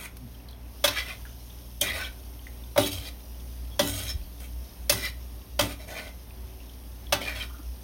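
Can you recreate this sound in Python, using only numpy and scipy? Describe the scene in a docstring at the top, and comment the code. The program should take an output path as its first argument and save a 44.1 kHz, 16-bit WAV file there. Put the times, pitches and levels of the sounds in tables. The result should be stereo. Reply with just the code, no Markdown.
"""Tossing pasta in a metal pan

A steel fork tosses sauced pasta in a wide pan on a stove in a small kitchen, close to two microphones.
Each plunge clanks: grainy contact noise and damped modes of pan and grate, then squeaks, as swelling tones.
The drags are gritty scrapes: noise through resonances of pan and tines, shaped by the hand's pressure.
Lifted noodles smack softly in clumps of short pops, and pan and falling pasta bump dully.
Behind them a motor hums as wavering low sines, over the soft noise of the room."""
import sys
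import numpy as np
from scipy import signal
from scipy.fft import rfft, irfft, next_fast_len
from scipy.io import wavfile
from scipy.ndimage import uniform_filter1d, map_coordinates

SR = 44100
rng = np.random.default_rng(int(sys.argv[2]) if len(sys.argv) > 2 else 0)


def materialize(psi):
    """Save the field psi as 16-bit PCM at rate SR to the path in sys.argv[1].

    A 1-D psi becomes a single channel; in a 2-D psi each row is a channel.
    """
    bounded = np.clip(np.atleast_2d(psi).T, -1, 1)
    quanta = np.round(bounded * 32767).astype(np.int16)
    wavfile.write(sys.argv[1], SR, quanta)


N = 345303


def amp(db):
    """Decibels to gain."""
    return 10 ** (np.asarray(db) / 20)


def unit(x):
    """Scale to rms 1."""
    return x / np.sqrt(np.mean(x ** 2) + 1e-20)


def along(points, hz):
    """Interpolate (f/Hz, value) points on a log frequency axis."""
    f, v = np.transpose(points)
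    return np.interp(np.log(hz + 1), np.log(f + 1), v)


def clock():
    """Time of every sample, in seconds."""
    return np.arange(N) / SR


def over_time(points):
    """Interpolate (t/s, level/dB) points over the whole scene."""
    return np.interp(clock(), *np.transpose(points))


def wobble(rate, size=N):
    """A smooth random curve with rate knots a second."""
    knots = rng.standard_normal(int(size * rate / SR) + 4)
    coarse = np.arange(0, size + 32, 32)
    curve = map_coordinates(knots, [coarse * rate / SR], mode="nearest")
    return np.interp(np.arange(size), coarse, curve)


def filtered(x, response):
    """Apply a response of frequency to x."""
    m = next_fast_len(N + 8192, True)
    return irfft(rfft(x, m) * response(np.fft.rfftfreq(m, 1 / SR)), m)[..., :N]


def add(track, s, sound):
    """Mix a sound into a track at time s."""
    part = track[:, max(round(s * SR), 0):][:, :sound.shape[-1]]
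    part += sound[..., :part.shape[1]]


def colour(points):
    """Response of a (f/Hz, level/dB) spectrum."""
    return lambda hz: amp(along(points, hz))


def resonant(modes):
    """Response of (f/Hz, nominal width/Hz, level/dB) resonances, summed."""
    return lambda hz: sum(amp(db) / (1 + ((hz - f) / (0.36 * width)) ** 2) ** 0.56
                          for f, width, db in modes)


LAG_S = 0.0003675  # the pan reaches the right port this much late


def at_ports(t):
    """Time as each microphone port hears it: the right one is late."""
    return t - np.arange(2)[:, None] * LAG_S


# likeness of the two microphone ports: f/Hz, likeness (0-1)
PORT_LIKENESS = [(100, 0.93), (400, 0.33), (1400, 0.59), (2500, 0.21), (6000, 0.027)]


def noise(response, spiky_db=0):
    """Stereo noise of rms 1, late on the right and less alike in the treble; spiky makes it grainy."""
    m = next_fast_len(N, True)
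    hz = np.fft.rfftfreq(m, 1 / SR)
    grains = rng.standard_normal((2, N)) * amp(spiky_db * wobble(700))
    shared, own = rfft(grains, m) * response(hz)
    alike = np.clip(along(PORT_LIKENESS, hz), 0, 1)
    late = np.exp(-2j * np.pi * hz * LAG_S)
    right = shared * alike * late + own * np.sqrt(1 - alike ** 2)
    return unit(irfft(np.array([shared, right]), m)[:, :N])


def patches(x, depth_db):
    """Narrow bands come and go; each moment keeps its total over frequency, in each port."""
    z = signal.stft(x, nperseg=1024)[2]
    field = rng.standard_normal(z.shape[1:]) + .5 * rng.standard_normal(z.shape)
    field = uniform_filter1d(field, size=3, axis=1)
    field = uniform_filter1d(field, size=10, axis=2)
    banded = z * amp(depth_db * unit(field))
    before = np.linalg.norm(z, axis=1, keepdims=True)
    banded *= before / (np.linalg.norm(banded, axis=1, keepdims=True) + 1e-20)
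    return signal.istft(banded, nperseg=1024)[1][:, :N]


# motor's drone: t/s, level/dB
DRONE_LEVEL = [(0.0, -46), (1.2, -43), (3.49, -42), (3.6, -34), (3.84, -48), (3.9, -38.5), (4.27, -41.5),
               (4.62, -36), (4.73, -53), (4.8, -40.5), (5.37, -39), (5.47, -52), (5.56, -38.5), (6.02, -46),
               (7.54, -40), (7.59, -44), (7.68, -36), (7.83, -46)]
DRONE_HZ, WAVER_DB, WAVER_RATE = 59.8, 1.8, 14  # pitch; depth and knots a second of its wavering
# partials of the motor's hum: f/Hz, level/dB
HUM_PARTIALS = [(118.4, -59), (177.6, -65.5), (253, -66.5), (290.7, -65.5), (376.8, -68)]


def motor():
    """A motor hums unsteadily: sines whose level and phase wander."""
    t = clock()
    level = amp(over_time(DRONE_LEVEL) + WAVER_DB * wobble(WAVER_RATE))
    hum = level * np.sin(2 * np.pi * DRONE_HZ * t + 0.31 * wobble(8.3))
    for hz, db in HUM_PARTIALS:
        hum += amp(db + 2.56 * wobble(4)) * np.sin(2 * np.pi * hz * t + .5 * wobble(3.7))
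    return np.sqrt(2) * hum


# soft rush of the room's air: f/Hz, relative level/dB
ROOM_COLOUR = [(20, -14), (45, 9.5), (100, 5.5), (150, -10), (200, 0), (260, -2), (330, -8), (600, -4.5),
               (1000, -7.5), (1500, -13), (2500, -18), (6000, -26.5), (13000, -25.5)]
# faint treble between strokes, the base level for hiss and noodles: t/s, level/dB
TREBLE_LEVEL = [(0.0, -67), (.33, -59), (.55, -67), (.8, -55), (1.7, -56), (4.6, -56), (6.2, -58.5),
                (7.83, -56)]
# colour of the hiss: f/Hz, relative level/dB
HISS_COLOUR = [(5000, -30), (8500, -1), (10500, -1), (11700, 3), (12400, 0), (14500, 2), (16000, -2.5)]
# steady narrow bands in the hiss: f/Hz, nominal width/Hz, relative level/dB
WHINE_BANDS = [(5430, 200, -4), (11720, 200, 1.5)]
HISS_DB, WHINE_DB = 4, -64  # hiss over the treble level; whine


def room():
    """The room's soft rush, a patchy hiss and faint narrow bands, all of filtered noise."""
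    rush = amp(-48.0 + 0.9 * wobble(7.3)) * noise(colour(ROOM_COLOUR))
    hiss = amp(over_time(TREBLE_LEVEL) + HISS_DB) * patches(noise(colour(HISS_COLOUR)), depth_db=2.5)
    whine = amp(WHINE_DB) * noise(resonant(WHINE_BANDS))
    return rush + hiss + whine


def slips(rate):
    """Stick and slip: the friction flutters finely as the tines catch and let go."""
    return unit(amp(1.2 * wobble(rate) + .8 * wobble(40)))


def rasp(response):
    """Grainy noise in patches: the wandering contact point favours ever new modes."""
    return patches(noise(response, spiky_db=2.6), depth_db=4.8)


# fork drags over the pan: start t/s, length/s, base level/dB, wall level/dB, tine level/dB,
# grit level/dB, push/dB (before each part's share), place of the push (0-1 of the length)
FORK_DRAGS = [(0.0, 0.059, -52.5, -40.5, -47.5, -39, 0, 0.4),
              (0.909, 0.1, -49, -37, -38.5, -42, 12.5, 0.78),
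              (1.029, 0.11, -48, -39.5, -44.5, -46.5, 5.5, 0.66),
              (1.83, 0.091, -41, -30.5, -35.5, -38.5, -1, 0.64),
              (1.941, 0.13, -44, -35.5, -41, -42, 5, 0.6), (2.799, 0.076, -43, -38, -31, -29.5, -1.5, .6),
              (2.922, 0.015, -48.5, -52, -40.5, -35.5, 8, .4),
              (2.955, 0.13, -50.5, -48.5, -44, -43.5, 5, 0.92),
              (3.817, 0.29, -44, -42.5, -37.5, -32, 6, 0.99),
              (4.408, 0.054, -54.5, -51, -55.5, -47, 1, 0.3),
              (4.929, .15, -46.5, -39, -38.5, -36.5, 9, 0.85),
              (5.626, 0.098, -40, -43, -45, -39.5, 10, 0.92), (5.803, 0.037, -45.5, -50, -49.5, -50, 3, .2),
              (5.885, 0.2, -43, -44, -49, -46.5, 11, 0.51), (7.216, 0.037, -39, -40, -39, -42, 3, .5),
              (7.263, 0.077, -47, -38.5, -48, -49, 7, 0.34),
              (7.358, 0.076, -49.5, -38.5, -42.5, -44, 2.5, 0.84)]
# resonances of base, wall and tines with the fork pressed on the pan, and the broad response
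# of the food-damped wall: f/Hz, nominal width/Hz, relative level/dB
BASE_MODES = [(616, 50, 6), (633, 250, 6)]
WALL_MODES = [(1076, 28, 1), (1264, 43, 1), (1485, 47, 8.5), (1962, 210, 2), (2180, 140, -26),
              (2390, 230, 4.5)]
TINE_MODES = [(3220, 144, 1.5), (3660, 99, -12), (3890, 260, -1), (4580, 920, -13.5), (5400, 190, -7),
              (6300, 300, -33)]
WALL_BROAD = [(1150, 350, -22), (2700, 850, -16)]
# grit of the contact: f/Hz, relative level/dB
GRIT_COLOUR = [(4000, -36), (6500, 5.5), (9000, 0), (11500, -3.5), (14000, -4), (16000, -3.5)]
# as the fork slides on: level slope of base, wall, tines, grit [dB/s]
SLIDE_SLOPE = (-28, 4, 1, -19)
# how much base, wall, tines, grit feel the push: share (0-1)
PUSH_FELT = (0.088, 0.77, 0.68, 0.28)
BITE_S, LET_GO_S = 0.013, 0.016  # the tines take hold before the start; they leave the metal
PUSH_WIDTH_S = 0.024  # the hand bears down briefly once in each drag
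PRESSURE_DB, PRESSURE_RATE = 1.6, 28  # unsteady hand: depth, knots a second


def scrapes():
    """Tiny slips drive base, wall, tines and grit; each drag bites, swells under one push and lets go."""
    t, drive = clock(), np.zeros((4, N))
    for start, length, *levels_db, push_db, place in FORK_DRAGS:
        near = (t > start - .05) & (t < start + length + .2)
        age = t[near] - start
        touching = np.clip(age / BITE_S + 1, 0, 1)
        touching *= np.exp(-np.maximum(age - length, 0) / LET_GO_S)
        push = push_db * np.exp(-((age - place * length) / PUSH_WIDTH_S) ** 2)
        for part, db, slope, share in zip(drive, levels_db, SLIDE_SLOPE, PUSH_FELT):
            part[near] += touching * amp(db + slope * (age - length / 2) + share * push)
    base = noise(resonant(BASE_MODES))
    wall = rasp(resonant(WALL_MODES + WALL_BROAD))
    tines = rasp(resonant(TINE_MODES))
    grit = rasp(colour(GRIT_COLOUR))
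    pressure = amp(PRESSURE_DB * wobble(PRESSURE_RATE))
    scraped = sum(d * part for d, part in zip(drive, (base, wall, tines, grit)))
    return slips(rate=450) * pressure * scraped


# wet smacks of the noodles: t/s, level/dB, f/Hz
NOODLE_SMACKS = [(0.0598, -36, 2130), (0.486, -29.5, 4170), (0.53, -44, 3500), (1.2526, -27.5, 1580),
                 (1.504, -39, 3480), (2.393, -42.5, 3120), (2.4686, -31.5, 2010), (2.6375, -40, 3540),
                 (3.4004, -46, 3400), (6.3066, -46, 2540), (6.6029, -45, 2740), (6.6957, -43, 3400),
                 (7.069, -37.5, 3340), (7.4994, -29, 1210), (7.5348, -29.5, 1390), (7.5903, -32.5, 1240)]
# crisp little ticks: t/s, level/dB
CRISP_TICKS = [(.169, -37), (.51, -44), (4.404, -38)]
# the fork lifts a load of noodles: t/s
NOODLE_LIFTS = [.6, 1.35, 2.4, 3.449, 4.5, 5.3, 6.5, 7.65]
# colour of the wet rustle: f/Hz, relative level/dB
WET_COLOUR = [(1200, -57), (2500, -5), (3300, 1), (4400, -2), (5600, 2), (6600, 3), (9000, -18)]
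LIFT_SPREAD_S, FAINT_DB, FAINT_HZ = .19, -56.5, 2130  # faint smacks: spread, least level, lowest pitch
RUSTLE_DB = 1.0  # wet noodles over the treble level


def pasta():
    """Sauce films snap between noodles: clear smacks and ticks over many faint ones and a wet rustle."""
    out, t = np.zeros((2, N)), np.arange(int(0.034 * SR)) / SR
    smacks = list(NOODLE_SMACKS)
    for lift in NOODLE_LIFTS:
        for size, pitch in rng.uniform(1e-6, 1, size=(14, 2)):
            s = lift + LIFT_SPREAD_S * rng.normal()
            smacks.append((s, FAINT_DB + 3 * min(-np.log(size), 3), FAINT_HZ * 2.2 ** pitch))
    for s, db, hz in smacks:
        # a film tears in a quick clump of ever weaker pops of scattered pitch
        for k in range(4):
            delay = k * rng.uniform(.001, .003)
            pitch = hz * np.exp(rng.normal(0, .02 + .045 * k))
            envelope = (1 - np.exp(-t / 0.00058)) * amp(-60 * t / 0.012)
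            pop = envelope * np.sin(2 * np.pi * pitch * at_ports(t))
            add(out, s + delay, amp(db + 7.5 - 6.9 * k) * pop)
        add(out, s, amp(db - 16 - 60 * t / 0.033) * rng.standard_normal((2, len(t))))
    for s, db in CRISP_TICKS:
        add(out, s, amp(db - 60 * t / 0.03) * rng.standard_normal((2, len(t))))
    sticky = patches(noise(colour(WET_COLOUR), spiky_db=3), depth_db=2.5) * amp(wobble(25))
    return out + amp(over_time(TREBLE_LEVEL) + RUSTLE_DB) * sticky


def swells(rows, rough, flutter_rate):
    """Short swelling tones whose phase is shaken by uneven contact (rough in radians)."""
    out = np.zeros((2, N))
    for s, half, hz, db in rows:
        t = np.arange(-3 * half, 3 * half, 1 / SR)
        phase = 2 * np.pi * hz * at_ports(t) + rough * wobble(flutter_rate, size=len(t))
        add(out, s - 3 * half, amp(db) * np.sqrt(2) * np.exp(-(t / half) ** 2) * np.sin(phase))
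    return out


# dull bumps of pan and falling pasta: middle t/s, half length/s, f/Hz, level/dB
DULL_BUMPS = [(.245, 0.034, 123, -46), (.25, 0.034, 245, -47), (1.97, 0.071, 82.4, -41.5),
              (2.97, 0.043, 93.5, -36), (3.93, 0.153, 97.7, -38.5), (4.158, 0.0092, 63.6, -26.5),
              (4.21, 0.0544, 41.4, -38), (7.39, 0.033, 97, -50), (7.6, 0.0073, 294, -44.5)]


def bumps():
    """Pan and falling pasta bump dully: low tones with a slowly shaken phase."""
    return swells(DULL_BUMPS, rough=0.58, flutter_rate=38.4)


def ring(modes, t, attack):
    """Damped modes at fresh strengths; high modes reach the two ports in unrelated phase."""
    out = np.zeros((2, len(t)))
    for k, (hz, db, t60) in enumerate(modes):
        phase = k * np.pi + rng.normal(0, 1, (2, 1)) * min((hz / 2200) ** 2, 2)
        strength_db = db + rng.normal(0, 1.5)
        out += amp(strength_db - 60 * t / t60) * np.sin(2 * np.pi * hz * at_ports(t) + phase)
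    return out * (1 - np.exp(-t / attack))


# fork hits the pan: t/s, clash level/dB, base level/dB, wall level/dB, zing level/dB, grit level/dB,
# rock level/dB, grate level/dB, chatter/s
FORK_STRIKES = [(0.841, -19.5, -8, -24, -24.5, -19.5, -45.5, -40.5, 0.022),
                (0.8774, -23, -18, -27.5, -25, -28, -39, -52, 0.011),
                (1.8126, -23.5, -15, -42, -29.5, -12, -36, -39.5, 0.0063),
                (2.761, -34.5, -13, -26.5, -44.5, -41, -31, -46, 0.01),
                (2.777, -21.5, 1.5, -21.5, -24.5, -21.5, -24.5, -25.5, 0.011),
                (3.7938, -17, -4, -22, -19.5, -20, -37, -26.5, 0.0098),
                (4.896, -17.5, -7.5, -32, -16.5, -13, -37.5, -38.5, 0.0097),
                (4.922, -34.5, -29, -31, -42, -24.5, -30.5, -37.5, 0.011),
                (5.5922, -20.5, -8, -22.5, -22.5, -20, -44, -36, 0.0096),
                (5.6088, -23.5, -21, -36, -31, -24, -29, -33.5, 0.0072),
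                (7.124, -19, -8.5, -21, -21.5, -22.5, -35, -35, 0.016)]
# contact noises, and the thud of the grate: f/Hz, relative level/dB
CLANK_COLOUR = [(350, -27), (700, -3), (1300, -6), (1600, -2), (2200, -44)]
CLASH_COLOUR = [(900, -32), (1700, -5), (2400, -9.5), (3400, -1.5), (4100, -5), (5200, -42)]
ZING_COLOUR = [(3600, -22), (4600, 2.5), (5600, -0.5), (6500, -2), (7500, -18), (9500, -16)]
THUD_COLOUR = [(90, -26), (150, -5.5), (220, 2.5), (380, -4), (480, -12), (700, -45)]
# modes of the food-damped base, of pan and fork, of the rocking pan and of the pan on its grate:
# f/Hz, relative level/dB, t60/s
BASE_BOOM = [(585.6, 2, 0.058), (629, -8, 0.053), (781, -11, 0.071)]
PAN_RING = [(893, 0, 0.17), (1026, 4, 0.067), (1174, 12.5, 0.04), (1351, 0, 0.18), (1477, 2, 0.1),
            (1968, 2, 0.21), (2090, 2.5, 0.093), (2602, 8, 0.1), (3000, -17, .06), (3340, -18, 0.1),
            (3740, -18.5, .05), (3560, -28, .06), (3700, -11, 0.083), (4400, -16, .04), (5630, 8, 0.058),
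            (5410, -16, .05), (5340, -11, 0.038), (5900, -5, .05)]
PAN_ROCK = [(100.6, -0.78, 0.41), (112, -0.49, 0.19)]
GRATE_RING = [(179, -22, 0.26), (222, -7, 0.25), (255.6, -6, 0.25), (287, 0.5, 0.43), (349, 2, 0.09),
              (386.7, 2, 0.29)]
WALL_RING_DB, TINE_RING_DB = -3, -11  # ringing of low and high modes against the contact noise
CONTACT_LEAD_S = 0.0019  # the contact begins this long before it is felt in full


def chatter_noise(points):
    """Grainy, patchy noise of tines chattering on metal."""
    return patches(noise(colour(points), spiky_db=1.5), depth_db=4)


def strikes():
    """The tines chatter on the metal for some milliseconds; base, wall and grate ring on."""
    out, t = np.zeros((2, N)), np.arange(SR // 3) / SR
    clank, clash = chatter_noise(CLANK_COLOUR), chatter_noise(CLASH_COLOUR)
    zing, grit = chatter_noise(ZING_COLOUR), chatter_noise(GRIT_COLOUR)
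    thud = noise(colour(THUD_COLOUR))
    low_modes = [mode for mode in PAN_RING if mode[0] < 1700]
    high_modes = [mode for mode in PAN_RING if mode[0] >= 1700]
    for s, clash_db, base_db, wall_db, zing_db, grit_db, rock_db, grate_db, chatter in FORK_STRIKES:
        start = s - CONTACT_LEAD_S
        now = slice(round(start * SR), round(start * SR) + len(t))
        # the pasta cushions the blow, so the contact builds up before it fades
        build = 1 - np.exp(-(t / 0.0026) ** 2)
        contact = build * (np.exp(-(t / chatter) ** 2) + amp(-7 - 60 * t / 0.16))
        metal = amp(wall_db) * clank[:, now] + amp(clash_db) * clash[:, now]
        metal += amp(zing_db) * zing[:, now] + amp(grit_db) * grit[:, now]
        add(out, start, contact * metal)
        # the base is a little stronger at the right port
        blow = amp(base_db + np.array([[-1.5], [1.5]])) * ring(BASE_BOOM, t, attack=0.007)
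        blow += amp(wall_db + WALL_RING_DB) * ring(low_modes, t, attack=0.0014)
        blow += amp(clash_db + TINE_RING_DB) * ring(high_modes, t, attack=0.0049)
        # the pan rocks, and the grate below it rattles with a slower onset
        blow += amp(rock_db) * ring(PAN_ROCK, t, attack=0.0042)
        blow += amp(grate_db) * ring(GRATE_RING, t, attack=0.018)
        blow += amp(grate_db - 60 * t / 0.3) * (1 - np.exp(-t / 0.014)) * thud[:, now]
        add(out, s, blow)
    return out


# a tine catches and squeaks: middle t/s, half length/s, f/Hz, level/dB
TINE_SQUEAKS = [(.848, 0.0033, 3400, -18), (.975, 0.012, 1700, -25), (.985, 0.017, 2334, -34),
                (1.818, 0.0057, 3304, -20), (1.889, 0.0077, 3280, -31), (1.908, 0.012, 1990, -26.5),
                (2.02, .008, 1533, -24), (2.05, 0.0089, 3220, -33), (2.842, 0.013, 3360, -29.5),
                (3.73, 0.017, 3330, -50), (4.105, 0.0183, 5330, -35.5), (5.052, 0.023, 1999, -27.5),
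                (5.06, 0.023, 4060, -42), (7.375, 0.022, 3330, -41.5), (7.415, .012, 3150, -35),
                (7.415, 0.0093, 2420, -36)]


def squeaks():
    """A catching tine squeaks: brief high tones roughened by a fast phase flutter."""
    return swells(TINE_SQUEAKS, rough=0.85, flutter_rate=334)


# decay of the kitchen: f/Hz, t60/s
KITCHEN_DECAY = [(150, 0.41), (600, 0.23), (3000, 0.25), (12000, 0.18)]


def kitchen(x):
    """Tiled walls answer 4 ms later with a short decaying noise tail, different at each port."""
    hz, t, z = signal.stft(rng.standard_normal((2, SR // 2)), SR, nperseg=256)
    decay = amp(-60 * t / along(KITCHEN_DECAY, hz)[:, None])
    tail = signal.istft(z * decay, SR, nperseg=256)[1]
    tail = unit(tail) / np.sqrt(tail.shape[1])
    tail = np.pad(tail, ((0, 0), (round(.004 * SR), 0)))
    return signal.fftconvolve(x, tail, axes=1)[:, :N]


def scene():
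    """Fork, pan and pasta close by, with the answer of the kitchen, its motor and its air."""
    close = scrapes() + pasta() + strikes() + squeaks()
    return motor() + room() + close + bumps() + amp(-9.5) * kitchen(close)


# colour of the left and right microphone ports: f/Hz, level/dB
LEFT_PORT = [(60, -1.5), (280, 0.7), (600, -2), (1400, -.5), (3500, -1), (5200, -4), (6300, -2),
             (7300, -12), (8100, -5), (8900, 3), (10500, 1.2), (15000, -2)]
RIGHT_PORT = [(60, 1.5), (280, 1.5), (600, -1.5), (1400, -1), (3500, 0.5), (5500, 2.5), (6500, -5.5),
              (7300, -12), (8300, -7), (10000, -2), (13000, 2.5), (15000, 1.5)]
TOP_HZ = 15950  # band limit


def record(dry):
    """Each port has its own colour, with a notch in the treble; nothing passes the band limit."""
    return filtered(dry, lambda hz: amp([along(LEFT_PORT, hz), along(RIGHT_PORT, hz)]) * (hz < TOP_HZ))


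dry = scene()
out = record(dry)
materialize(out)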